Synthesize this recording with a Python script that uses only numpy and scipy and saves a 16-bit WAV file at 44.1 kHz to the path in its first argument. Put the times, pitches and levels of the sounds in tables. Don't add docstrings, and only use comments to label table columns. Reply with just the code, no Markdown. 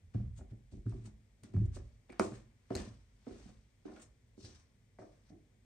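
import sys
import numpy as np
from scipy import signal
from scipy.fft import rfft, irfft, next_fast_len
from scipy.io import wavfile
from scipy.ndimage import uniform_filter1d, map_coordinates

SR = 44100
rng = np.random.default_rng(int(sys.argv[2]) if len(sys.argv) > 2 else 0)


def invert_db(level):
    return 10 ** (np.asarray(level, dtype=float) / 20)


def waveform_to_disk(signal):
    frames = np.transpose(np.atleast_2d(signal))
    scaled = np.clip(frames, -1, 1) * 32767
    samples = np.round(scaled).astype(np.int16)
    wavfile.write(sys.argv[1], SR, samples)


N = 249149
LONG = next_fast_len(N, True)
PORT_LAG = 2


def rms_one(x):
    return x / np.sqrt(np.mean(x ** 2) + 1e-20)


def at_hz(points, hz):
    table = np.array(points)
    return np.interp(np.log(np.maximum(hz, 1)), np.log(table[:, 0]), table[:, 1])


def coloured(x, gain_db):
    return irfft(rfft(x) * invert_db(gain_db), x.shape[-1])


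def stereo_noise(size):
    # hz, left-right likeness
    coherence = [(60, 0.95), (120, 0.98), (180, 0.84), (300, 0.81), (600, 0.18), (2000, 0.1), (5000, 0.33),
                 (10000, 0.056)]
    hz = np.fft.rfftfreq(size, 1 / SR)
    mid, side = rfft(rng.standard_normal((2, size)))
    alike = np.clip(at_hz(coherence, hz), 0, 1)
    return hz, np.sqrt(1 + alike) * mid + np.sqrt(1 - alike) * side * [[1], [-1]]


def panned(db):
    return invert_db(np.array([db / 2, -db / 2]))


def add(out, piece, s):
    at = int(s * SR)
    out[:, at:at + piece.shape[1]] += piece[:, :N - at]


def room_tone():
    # hz, level_db per Hz
    air_spectrum = [(15, -32), (25, -4), (53, 1.5), (75, -12.5), (107, -2.5), (167, -14.5), (237, -11.5),
                    (305, -25), (425, -21.5), (1100, -35.5), (1430, -64.5), (2420, -120)]
    # hz, level_db per Hz
    mic_spectrum = [(650, -32.5), (1100, -15), (1190, -8.5), (1330, -5.5), (1950, 0), (2230, 1),
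                    (2700, -6.5), (3370, -5), (3570, -6), (3900, -8), (6750, -8), (8360, -8), (9500, -8.5),
                    (10100, -14), (11000, -18), (13000, -19), (13700, -22), (15300, -19.5), (15900, -39.5)]
    # hz, left_right_db
    mic_balance = [(1000, 0.5), (1400, 2.5), (2000, 7), (3500, 4.5), (4600, 2), (6000, -0.5)]
    # hz, rms_db
    mains = [(49.5, -76), (100, -75)]
    hz, spectra = stereo_noise(LONG)
    air = irfft(spectra * invert_db(at_hz(air_spectrum, hz)), LONG)[:, :N]
    mic = irfft(spectra * invert_db(at_hz(mic_spectrum, hz)), LONG)[:, :N]
    mic = irfft(rfft(mic, LONG) * panned(at_hz(mic_balance, hz)), LONG)[:, :N]
    t = np.arange(N) / SR
    hum = sum(invert_db(db) * np.sqrt(2) * np.sin(2 * np.pi * f * t) for f, db in mains)
    air = invert_db(-67.5) * air / np.std(air.mean(0))
    mic = invert_db(-83.5) * mic / np.std(mic.mean(0))
    return air + mic + hum


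def booms():
    # start_s, peak_db, boom_hz, t60_s
    tread_loads = [(.03, -51, 86.7, 0.31), (.147, -28, 101.2, 0.11), (.2, -36.5, 109, 0.1),
                   (.261, -38, 62.3, 0.24), (.309, -44.5, 72.9, 0.26), (.382, -39, 74.5, 0.057),
                   (.45, -65, 58, 0.15), (.512, -43, 104.3, 0.088), (.6, -62, 65.4, 1),
                   (.726, -39.5, 82.5, 0.087), (.769, -40, 79.5, 0.049), (.857, -33.5, 102.9, 0.19),
                   (.92, -40, 65, 0.13), (.968, -44.5, 112.6, 0.14), (1.038, -47.5, 99, 0.29),
                   (1.079, -46.5, 81.6, 0.068), (1.128, -60, 61.5, 0.054), (1.423, -54, 101, 0.11),
                   (1.498, -52.5, 108.4, 0.62), (1.544, -27.5, 108.4, 0.18), (1.565, -23, 106.5, 0.28),
                   (1.637, -33, 76.8, 0.17), (1.687, -45, 80, 0.079), (1.743, -39.5, 70.8, 0.2),
                   (1.779, -48.5, 72, 0.19), (1.827, -46.5, 103.4, 0.13), (1.95, -61, 64.6, 0.19)]
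    # start_s, peak_db, boom_hz, t60_s
    joist_loads = [(2.108, -61, 65, 0.083), (2.201, -44.5, 91.7, 0.49), (2.25, -53, 102, 0.17),
                   (2.319, -43.5, 123.5, 0.096), (2.711, -51, 123, 0.16), (2.752, -34, 80.4, 0.087),
                   (2.799, -50, 75, 0.21), (2.866, -49.5, 110, 0.13), (2.95, -59, 89, 0.61),
                   (3.31, -46.5, 61.5, 0.092), (3.408, -52, 60, 0.2), (3.487, -60, 103, 0.38),
                   (3.552, -56, 60.3, 0.2), (3.888, -55, 75.6, 0.12), (4.037, -57, 63.3, 0.2),
                   (4.23, -58, 81.4, 0.062), (4.39, -57.5, 86, 0.34), (4.432, -47, 90.5, 0.18),
                   (4.498, -57, 74, 0.47), (4.995, -55.5, 101.7, 0.29), (5.307, -55.5, 86.3, 0.4)]
    stairwell_hz, stairwell_t60_s = 49.58, 0.81
    settle_s, sways_per_s = 0.0072, 40
    rate = SR // 10
    out = np.zeros(N // 10 + rate)
    t = np.arange(rate // 2) / rate
    loads = tread_loads + joist_loads
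    sway = rng.standard_normal((len(loads), 3, 40))

    def slow(v):
        return map_coordinates(v, [t * sways_per_s], order=3, mode="mirror")

    rise = (1 - np.exp(-t / settle_s)) * np.clip(10 * (.5 - t), 0, 1)
    for (s, db, hz, t60), (wobble, swell, other) in zip(loads, sway):
        air_db = -57 + (db + 45) - db
        shape = rise * invert_db(-60 * t / t60)
        phase = 2 * np.pi * hz * t + 0.55 * (slow(wobble) - wobble[0])
        tread = np.sin(phase) * invert_db(1.6 * slow(swell))
        tread += invert_db(-15.5 + 6.5 * np.clip(slow(other), -2, 1)) * np.sin(1.8 * phase)
        air = invert_db(air_db - 60 * t / stairwell_t60_s) * rise
        air = air * np.sin(2 * np.pi * stairwell_hz * t + 1.3 * slow(other))
        at = int(s * rate)
        out[at:at + len(t)] += invert_db(db) * (shape / shape.max() * tread + air)
    return np.tile(signal.resample_poly(out, 10, 1)[:N], (2, 1))


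def scuff():
    # start_s, fall_20db_s, hiss_db, rub_re_hiss_db,
    # brightness_db
    skids = [(0.141, 0.15, -77, 7.5, -3.5), (0.718, 0.11, -74, -10, 0), (0.859, 0.33, -83, 7, -2),
             (1.438, 0.08, -68, 0, 0), (1.538, 0.4, -79.5, 7, 0), (1.657, -0.23, -72.5, -8, 7.5),
             (2.096, 0.32, -80.5, 13.5, 0), (2.202, 0.1043, -49.5, -6, 4), (2.232, 0.21, -72.5, -2, 2),
             (2.706, 0.18, -76, 11.5, -2), (3.271, 0.19, -83, 10, -5), (3.855, 0.15, -79, 8, -7),
             (3.965, 0, -76, 14, 0), (3.998, -0.12, -75.5, 10.5, 14), (4.989, 0.23, -76.5, -2, -4),
             (4.49, 0.25, -84, 5.5, -4), (5.12, 0.15, -90.5, 6.5, -3), (0.385, 0.02, -86, 7, -4)]
    # peak_s, fall_20db_s, hiss_db, rub_re_hiss_db, brightness_db
    flicks = [(0.379, 0.0551, -66.5, -9, 8), (.511, -0.13, -79, 2.5, -1), (0.898, 0.3, -79.5, -4, 0.5),
              (1.063, 0.03, -64, -4, 5.5), (1.749, -0.04, -66, -13, 3), (1.761, 0.03, -59.5, -9, 1),
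              (1.788, 0.34, -81.5, -4.5, -2), (2.355, 0.06, -67, -0.5, 3), (2.775, 0.107, -56, -2, -3),
              (2.814, 0.2, -72.5, -5.5, 0.5), (4.028, 0, -61.5, -5.5, 10.5),
              (4.389, 0.25, -76, -24.5, -2.5), (4.41, 0.14, -70, -13, -9), (4.45, 0.1, -61, -11.5, -5.5)]
    # peak_s, rise_12db_s, fall_20db_s, hiss_db, brightness_db
    drags = [
        (2.75, 0.08, 0.13, -73.5, 0),
        (3.31, 0.06, 0.8, -81.5, -1.5),
        (3.39, 0.2, 0.15, -78.5, -3),
        (3.495, 0.2, 0.07, -76.5, 0),
        (3.95, 0.06, 0.15, -76, -1),
        (4.06, -0.06, 0, -81, -2),
        (4.559, 0.02, -0.06, -73, -1.5),
        (4.599, 0, -0.04, -72, 3),
        (5.3, 0.04, -0.03, -77, -7),
    ]
    # hz, level_db per Hz
    hiss_spectrum = [(1410, -43.5), (2400, -5), (4320, 0), (7830, -2), (9110, -3), (10400, -18.5),
                     (12500, -32), (13900, -30), (14900, -25), (15700, -24), (15900, -62.5)]
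    # time_s, level_db
    low_edge = [(0, 5), (2.0, -1), (3.0, 2), (4.1, 0.5), (4.35, -6.5), (4.5, -2.5), (4.7, -1), (5.6, -14)]
    dulling, rub_lingers = 0.12, 0.12
    time, gains = np.arange(LONG) / SR, np.zeros((3, LONG))
    strokes = [(s, 0.0044, fall, db, rub, tilt) for s, fall, db, rub, tilt in skids]
    strokes += [(s, 0.015, fall, db, rub, tilt) for s, fall, db, rub, tilt in flicks]
    strokes += [(s, rise, fall, db, -2.5, tilt) for s, rise, fall, db, tilt in drags]
    for s, rise, fall, db, rub_db, tilt_db in strokes:
        rise, fall = max(rise, .002), max(fall, .015)
        near = slice(max(int((s - 3 * rise) * SR), 0), int((s + 3 * fall) * SR))
        below = np.maximum(12 * (s - time[near]) / rise, 20 * (time[near] - s) / fall)
        tilt = tilt_db - dulling * below
        gains[:, near] += invert_db(db - below + np.array([-tilt / 2, tilt / 2, rub_db + rub_lingers * below]))

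    slips = np.minimum(rng.exponential(1, LONG // 60 + 1), 3)
    clumps = rms_one(uniform_filter1d(slips - 1, size=9))
    grains = invert_db(np.repeat(1.5 * slips + .9 * clumps, 60)[:LONG])
    hz, spectra = stereo_noise(LONG)
    noise = irfft(spectra, LONG) * grains
    hiss = rms_one(coloured(noise, at_hz(hiss_spectrum, hz) - 40 * (hz < 2400)))
    upper = coloured(hiss, -40. * (hz < 6300))
    lowest = coloured(hiss, -40. * np.clip((hz - 3300) / 2500, 0, 1))
    middle = hiss - upper - lowest * (1 - invert_db(np.interp(time, *np.transpose(low_edge))))
    rub_band = signal.butter(2, [650, 2500], "band", fs=SR, output="sos")
    rub = rms_one(signal.sosfilt(rub_band, noise[::-1, ::-1]))
    mix = gains[0] * middle + gains[1] * upper + gains[2] * rub
    return (panned(1.5)[:, None] * mix)[:, :N]


def wood(modes, luck, t, scale, rise, spread, pan_db, loudest_hz=None, focus_db=13):
    hz, db, t60 = np.tile(np.transpose(modes), 3)
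    strength, detune, turn, phase = luck[:, :len(hz)]
    if loudest_hz:
        db = db - focus_db * np.log2(hz / loudest_hz) ** 2
    sign = np.tile((-1.) ** np.arange(len(modes)), 3)
    step = np.exp((2j * np.pi * hz * (1 + 0.058 * detune) - np.log(1000) / (t60 * scale)) / SR)
    rings = np.cumprod(np.broadcast_to(step, (len(t), len(hz))), axis=0)
    aimed = np.clip(hz / 280, 0, 1) ** 3
    angle = .5 * phase + np.outer([1, -1], aimed * spread * turn)
    start = sign * invert_db(db + 2.0 * strength) * np.exp(1j * angle) * panned(pan_db * aimed)
    both = (start @ rings.T).imag * (1 - np.exp(-t / rise)) ** 2
    return both / np.abs(both.mean(0)).max()


def knocks():
    # mode_hz, level_db, t60_s
    lower_wood = [(147, -12, 0.018), (190, -7, 0.09), (205, 2.5, 0.087), (231, 2, 0.072),
                  (272.8, -1.5, 0.13), (309.2, -0.5, 0.056), (341.1, 4, 0.054), (368, 1.5, 0.07),
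                  (406, -8.5, 0.092), (440.5, -9.5, 0.048)]
    middle_wood = [(486, 1.5, 0.094), (540.7, -2, 0.042), (575, 10, 0.031), (624, 1, 0.065),
                   (705.3, -0.5, 0.095), (763, 2, 0.033), (814, -5, 0.036)]
    upper_wood = [(950, 9.5, 0.011), (920, 1.5, 0.0081), (1067, 3.5, 0.015), (1400, -11, 0.0096),
                  (1359, 8, 0.013), (1393, 10.5, 0.012), (1588, -16.5, .02), (1760, -3, 0.037),
                  (2000, -4.5, 0.014), (2330, -9, 0.02)]
    # start_s, peak_db, hardness_db, board_hz, ring_scale
    tread_contacts = [(.145, -34, -32.5, 198, 1.26), (.199, -45, -24, 156, 1.6),
                      (.388, -52, -13.5, 152, 1.7), (.409, -49, -11.5, 216, 1.23),
                      (.518, -48.5, -27.5, 220, 1.3), (.549, -66, -31, 240, 1.4),
                      (.735, -45.5, -27, 232, 0.66), (.777, -49, -28, 222, 0.3),
                      (.862, -35.5, -52, 186, 0.5), (.923, -54.5, -7, 190, 0.75),
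                      (.946, -43.5, -49, 271, 0.76), (1.048, -48.5, -40.5, 151, 0.48),
                      (1.071, -50.5, -16.5, 171, 1.3), (1.439, -48, -25, 154, 0.42),
                      (1.459, -56.5, -18, 205, 18), (1.538, -36.5, -42, 266, 0.76),
                      (1.569, -42.5, -25, 153.5, 3), (1.612, -41, -36, 325, 0.66),
                      (1.659, -46, -33, 149, 1), (1.763, -46.5, -15.5, 354, 0.96),
                      (1.798, -64, -3, 151, 0.81)]
    # start_s, peak_db, hardness_db, board_hz, ring_scale
    landing_contacts = [(2.095, -45, -17, 374, 0.93), (2.101, -62, -11, 372, 0.68),
                        (2.126, -58.5, 7, 411, 0.83), (2.197, -25.5, 1, 433, 0.63),
                        (2.203, -24, -32, 360, 0.85), (2.238, -49.5, -13, 396, 3.7),
                        (2.319, -41, -10, 146, 0.81), (2.707, -30, -28, 316, 0.59),
                        (2.718, -40, -12, 372.5, 0.35), (2.752, -36.5, -8.5, 332, 1.22),
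                        (2.76, -45, 3.5, 217, 0.62), (2.778, -46, -14, 209, 0.85),
                        (2.8, -47, 1.5, 147, 1.5), (2.872, -47, -19, 201, 0.46)]
    # start_s, peak_db, hardness_db, board_hz, ring_scale
    hallway_contacts = [(3.27, -38.5, -23, 246, 0.58), (3.309, -44.5, -15, 269, 0.49),
                        (3.358, -53, -16.5, 256, 1.7), (3.457, -47.5, -23.5, 198, 0.38),
                        (3.49, -56, -4.5, 182, 0.46), (3.853, -42.5, -23, 356, 1.3),
                        (3.889, -52, -7.5, 383, 1.14), (3.918, -53.5, -11, 327, 2.2),
                        (3.968, -56.5, -2, 315, 2.4), (4.377, -50, -22, 247, 0.87),
                        (4.402, -63, -12, 352, 2.1), (4.444, -58.5, -5, 353, 1.9),
                        (4.49, -59, -15, 313, 0.52), (4.986, -51.5, -0.5, 297, 1.03),
                        (5.019, -53, -2.5, 400, 0.91), (5.148, -65.5, -15, 226.5, 1),
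                        (5.302, -50.5, -24, 230, 0.4), (5.318, -53, -25.5, 380, 0.75),
                        (5.518, -74, -7, 235, 1.9), (5.613, -73, -21, 231, 0.57)]
    # start_s, peak_db, hardness_db, board_hz, ring_scale
    toe_contacts = [(.145, -47, -16.5, 400, 0.57), (.722, -53, -19, 200, 0.95), (0.861, -73, -6, 400, 0.8),
                    (.935, -70, -3, 400, 1.9), (1.433, -62, -5, 400, 0.71), (1.537, -52, -9, 400, 0.49),
                    (1.565, -58, 4, 401, 0.39), (1.768, -54.5, 2, 396, 0.94), (2.704, -48, 2, 399, 0.41),
                    (3.267, -51.5, -6, 395, 0.61), (3.852, -60, -11, 399, .5), (4.374, -69, -14, 400, 0.62)]
    out, t = np.zeros((2, N)), np.arange(SR // 7) / SR
    contacts = tread_contacts + landing_contacts + hallway_contacts + toe_contacts
    luck = rng.standard_normal((len(contacts), 3, 4, 30))
    for (s, db, upper_db, board_hz, scale), (low, middle, high) in zip(contacts, luck):
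        middle_db = -1 + 0.52 * upper_db + 1.5 * np.log2(board_hz / 230)
        rise = 0.00046 * invert_db(-.2 * upper_db - 0.25 * (db + 27))
        body = wood(lower_wood, low, t, scale, rise, spread=0.42, pan_db=-4.0, loudest_hz=board_hz)
        body += invert_db(middle_db) * wood(middle_wood, middle, t, scale, rise, spread=0.56, pan_db=2.0)
        body += invert_db(upper_db) * wood(upper_wood, high, t, scale, rise, spread=0.33, pan_db=1.5)
        add(out, invert_db(db) * body, s)
    return out


def causal(gain_db):
    cepstrum = irfft(gain_db * np.log(10) / 20)
    half = len(cepstrum) // 2
    cepstrum[1:half] *= 2
    cepstrum[half + 1:] = 0
    return np.exp(rfft(cepstrum))


def slaps():
    # start_s, peak_db, loudest_hz, left_right_db
    smacks = [(0.145, -71, 2860, -2), (1.4349, -56.5, 8640, -2), (1.537, -72, 2330, 4),
              (2.102, -63.5, 2319, -3), (2.1225, -63.5, 8500, 2.5), (2.1956, -34.5, 6130, 1.5),
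              (2.7052, -67, 2240, -4), (2.752, -37, 4240, 3), (2.756, -42, 6400, 3), (2.7652, -43, 7400, 4),
              (2.778, -53.5, 2500, 7), (2.801, -67, 1940, 3), (0.895, -63, 8100, -1), (0.723, -76, 7800, 1),
              (1.4425, -62.5, 8030, 6), (2.128, -63.5, 2320, -4), (2.133, -68, 2500, -1),
              (4.449, -56, 4230, -5), (1.567, -72.5, 2000, -3), (2.2006, -44.5, 5100, -3),
              (2.7722, -49.5, 4400, 5), (2.774, -56.5, 2630, 3)]
    # hz, level_db per Hz
    sole_spectrum = [(1600, -2), (2900, -7), (3500, -19.5), (4200, 0.5), (4700, 1.5), (5400, -8.5),
                     (6400, -5), (7300, -11.5), (8200, -4), (9800, -8), (11500, -18.5), (13500, -24),
                     (15700, -28.5), (16600, -51)]
    out, t, hz = np.zeros((2, N)), np.arange(512) / SR, np.fft.rfftfreq(512, 1 / SR)
    for (s, db, peak_hz, pan_db), noise in zip(smacks, rng.standard_normal((len(smacks), 3, 512))):
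        peak_db = 10.0 * np.exp(-(np.log2((hz + 1) / peak_hz) / 0.22) ** 2)
        push = 0.45 * (noise[0] + 0.32 * noise[1:])
        push = push * np.exp(-t / 0.001) * (1 - np.exp(-t / 0.00042))
        push[:, 22] += 1.1
        response = causal(at_hz(sole_spectrum, hz) + peak_db - 30 * (hz < 1600))
        slap = irfft(rfft(push) * response, 512) * (1 - t / t[-1])
        slap[1] = np.roll(slap[1], -PORT_LAG)
        add(out, slap / np.abs(slap).max() * invert_db(db + 8.0) * panned(pan_db)[:, None], s)
    return out


def ticks():
    # mode_hz, level_db, t60_s
    small_boards = [(527.7, 0.5, .03), (600, 0, 0.044), (669.6, 1, 0.05), (760, 0, .03), (850, 0.5, 0.022),
                    (950, 0.5, .02), (1039, -0.5, .02), (1188, 0, 0.015), (1318, 0, 0.011),
                    (1503, 0.5, .012), (1670, -0.5, .012), (1860, -0.5, 0.01193), (2182, 0.5, .015),
                    (2500, -0.5, 0.014)]
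    # start_s, peak_db, board_hz, ring_scale
    board_ticks = [(.864, -56.5, 1350, 1.1), (.922, -57, 990, 1.3), (.932, -60, 640, 1.4),
                   (2.1972, -19, 1006, 0.24), (2.7052, -42, 850, 0.84), (2.1974, -25.5, 1600, 0.45),
                   (2.1005, -50, 2270, 1.6), (2.127, -54, 2230, 1.1), (.146, -66.5, 1100, 0.81),
                   (.158, -65, 1400, 1.1), (1.541, -65, 1050, 1.5), (1.56, -62, 1150, 1.4),
                   (1.545, -63, 2000, 1.5), (4.987, -61.5, 1580, .9), (5.02, -58.5, 1260, 2.1),
                   (2.207, -38, 1507, .9), (2.224, -49, 1302, .7), (2.708, -39, 624, 0.55),
                   (2.721, -52, 1100, .9), (.393, -60, 760, 1.1), (3.272, -57.5, 780, 1.1),
                   (3.281, -62, 1150, 0.83), (3.293, -57, 700, 1.1), (3.332, -69, 686, 1.2),
                   (3.397, -64.5, 650, 1.07), (3.855, -61, 910, .9), (3.866, -58.5, 1200, .9),
                   (3.881, -54, 800, .9), (3.895, -57.5, 720, .9), (3.91, -63, 696, 0.73),
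                   (3.926, -61.5, 756, .9), (4.988, -47, 620, 2.5), (5.0, -52.5, 600, 1.5),
                   (5.043, -61, 700, 1.1), (5.073, -64, 550, .7), (5.09, -63.5, 560, 0.92),
                   (5.108, -72, 600, .7), (5.3, -68.5, 800, 1.1), (5.322, -72, 768, 1)]
    out, t = np.zeros((2, N)), np.arange(SR // 14) / SR
    for (s, db, board_hz, scale), luck in zip(board_ticks, rng.standard_normal((len(board_ticks), 4, 42))):
        tick = wood(small_boards, luck, t, scale, 0.00029, spread=0.21, pan_db=2.1,
                    loudest_hz=board_hz, focus_db=59.5)
        add(out, invert_db(db) * tick, s)
    return out


def hall():
    # hz, t60_s
    decay = [(100, 0.49), (300, 0.39), (1000, 0.28), (3000, 0.061), (8000, 0.17), (14000, 0.06)]
    # hz, level_db
    wall_colour = [(100, -1), (150, 2.5), (187, -4), (235, -6.5), (350, 0.5), (800, -1), (1500, 0.5),
                   (2500, 1.5), (5000, 0)]
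    size = SR * 3 // 4
    hz, spectra = stereo_noise(size)
    spectra = spectra * invert_db(at_hz(wall_colour, hz))
    t = np.arange(size) / SR
    tail = np.zeros((2, size))
    for low in 40 * 2 ** np.arange(10.):
        octave = irfft(spectra * (hz >= low) * (hz < 2 * low), size)
        tail += octave * invert_db(-60 * t / at_hz(decay, 2 ** .5 * low))
    tail = tail * np.clip((t - .003) / 0.0082, 0, 1)
    return tail / np.sqrt(np.sum(tail ** 2) / 2)


def ports(dry):
    # hz, left_right_db
    port_balance = [(3500, 1.5), (4600, 3.5), (5600, 6.5), (6900, 6), (7600, 0.5), (8300, -2)]
    shared_from_hz, shared_likeness = 7400, 0.88
    in_step_hz, turn_hz = 8400, 3550
    hz = np.fft.rfftfreq(LONG, 1 / SR)
    pair = [dry[0] * invert_db(-.25), np.roll(dry[1], PORT_LAG) * invert_db(.25)]
    left, right = rfft(pair, LONG) * panned(at_hz(port_balance, hz) * (hz > 3000))
    share = shared_likeness * np.clip((hz - shared_from_hz) / 500 + .5, 0, 1)
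    lead = np.exp(2j * np.pi * (hz - in_step_hz) / turn_hz)
    right = np.sqrt(1 - share ** 2) * right + share * left * lead
    return irfft([left, right], LONG)[:, :N]


def scene():
    # time_s, level_db
    echo_level = [
        (0, -8),
        (2.0, -9.5),
        (2.3, -9.5),
        (2.9, -7),
        (5.6, -2.5),
    ]
    low = booms()
    contact = knocks() + slaps() + scuff() + ticks()
    wet = invert_db(np.interp(np.arange(N) / SR, *np.transpose(echo_level)))
    sent = (wet * contact + invert_db(-13.0) * low).mean(0)[None]
    echoes = signal.fftconvolve(sent, hall(), axes=1)[:, :N]
    return low + contact + echoes + room_tone()


def low_pass(x):
    return signal.sosfilt(signal.butter(12, 16620, fs=SR, output="sos"), x)


def record(dry):
    roll_off = signal.butter(4, 45, "high", fs=SR, output="sos")
    heard = signal.sosfilt(roll_off, ports(dry))
    return low_pass(heard)


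dry = scene()
out = record(dry)
waveform_to_disk(out)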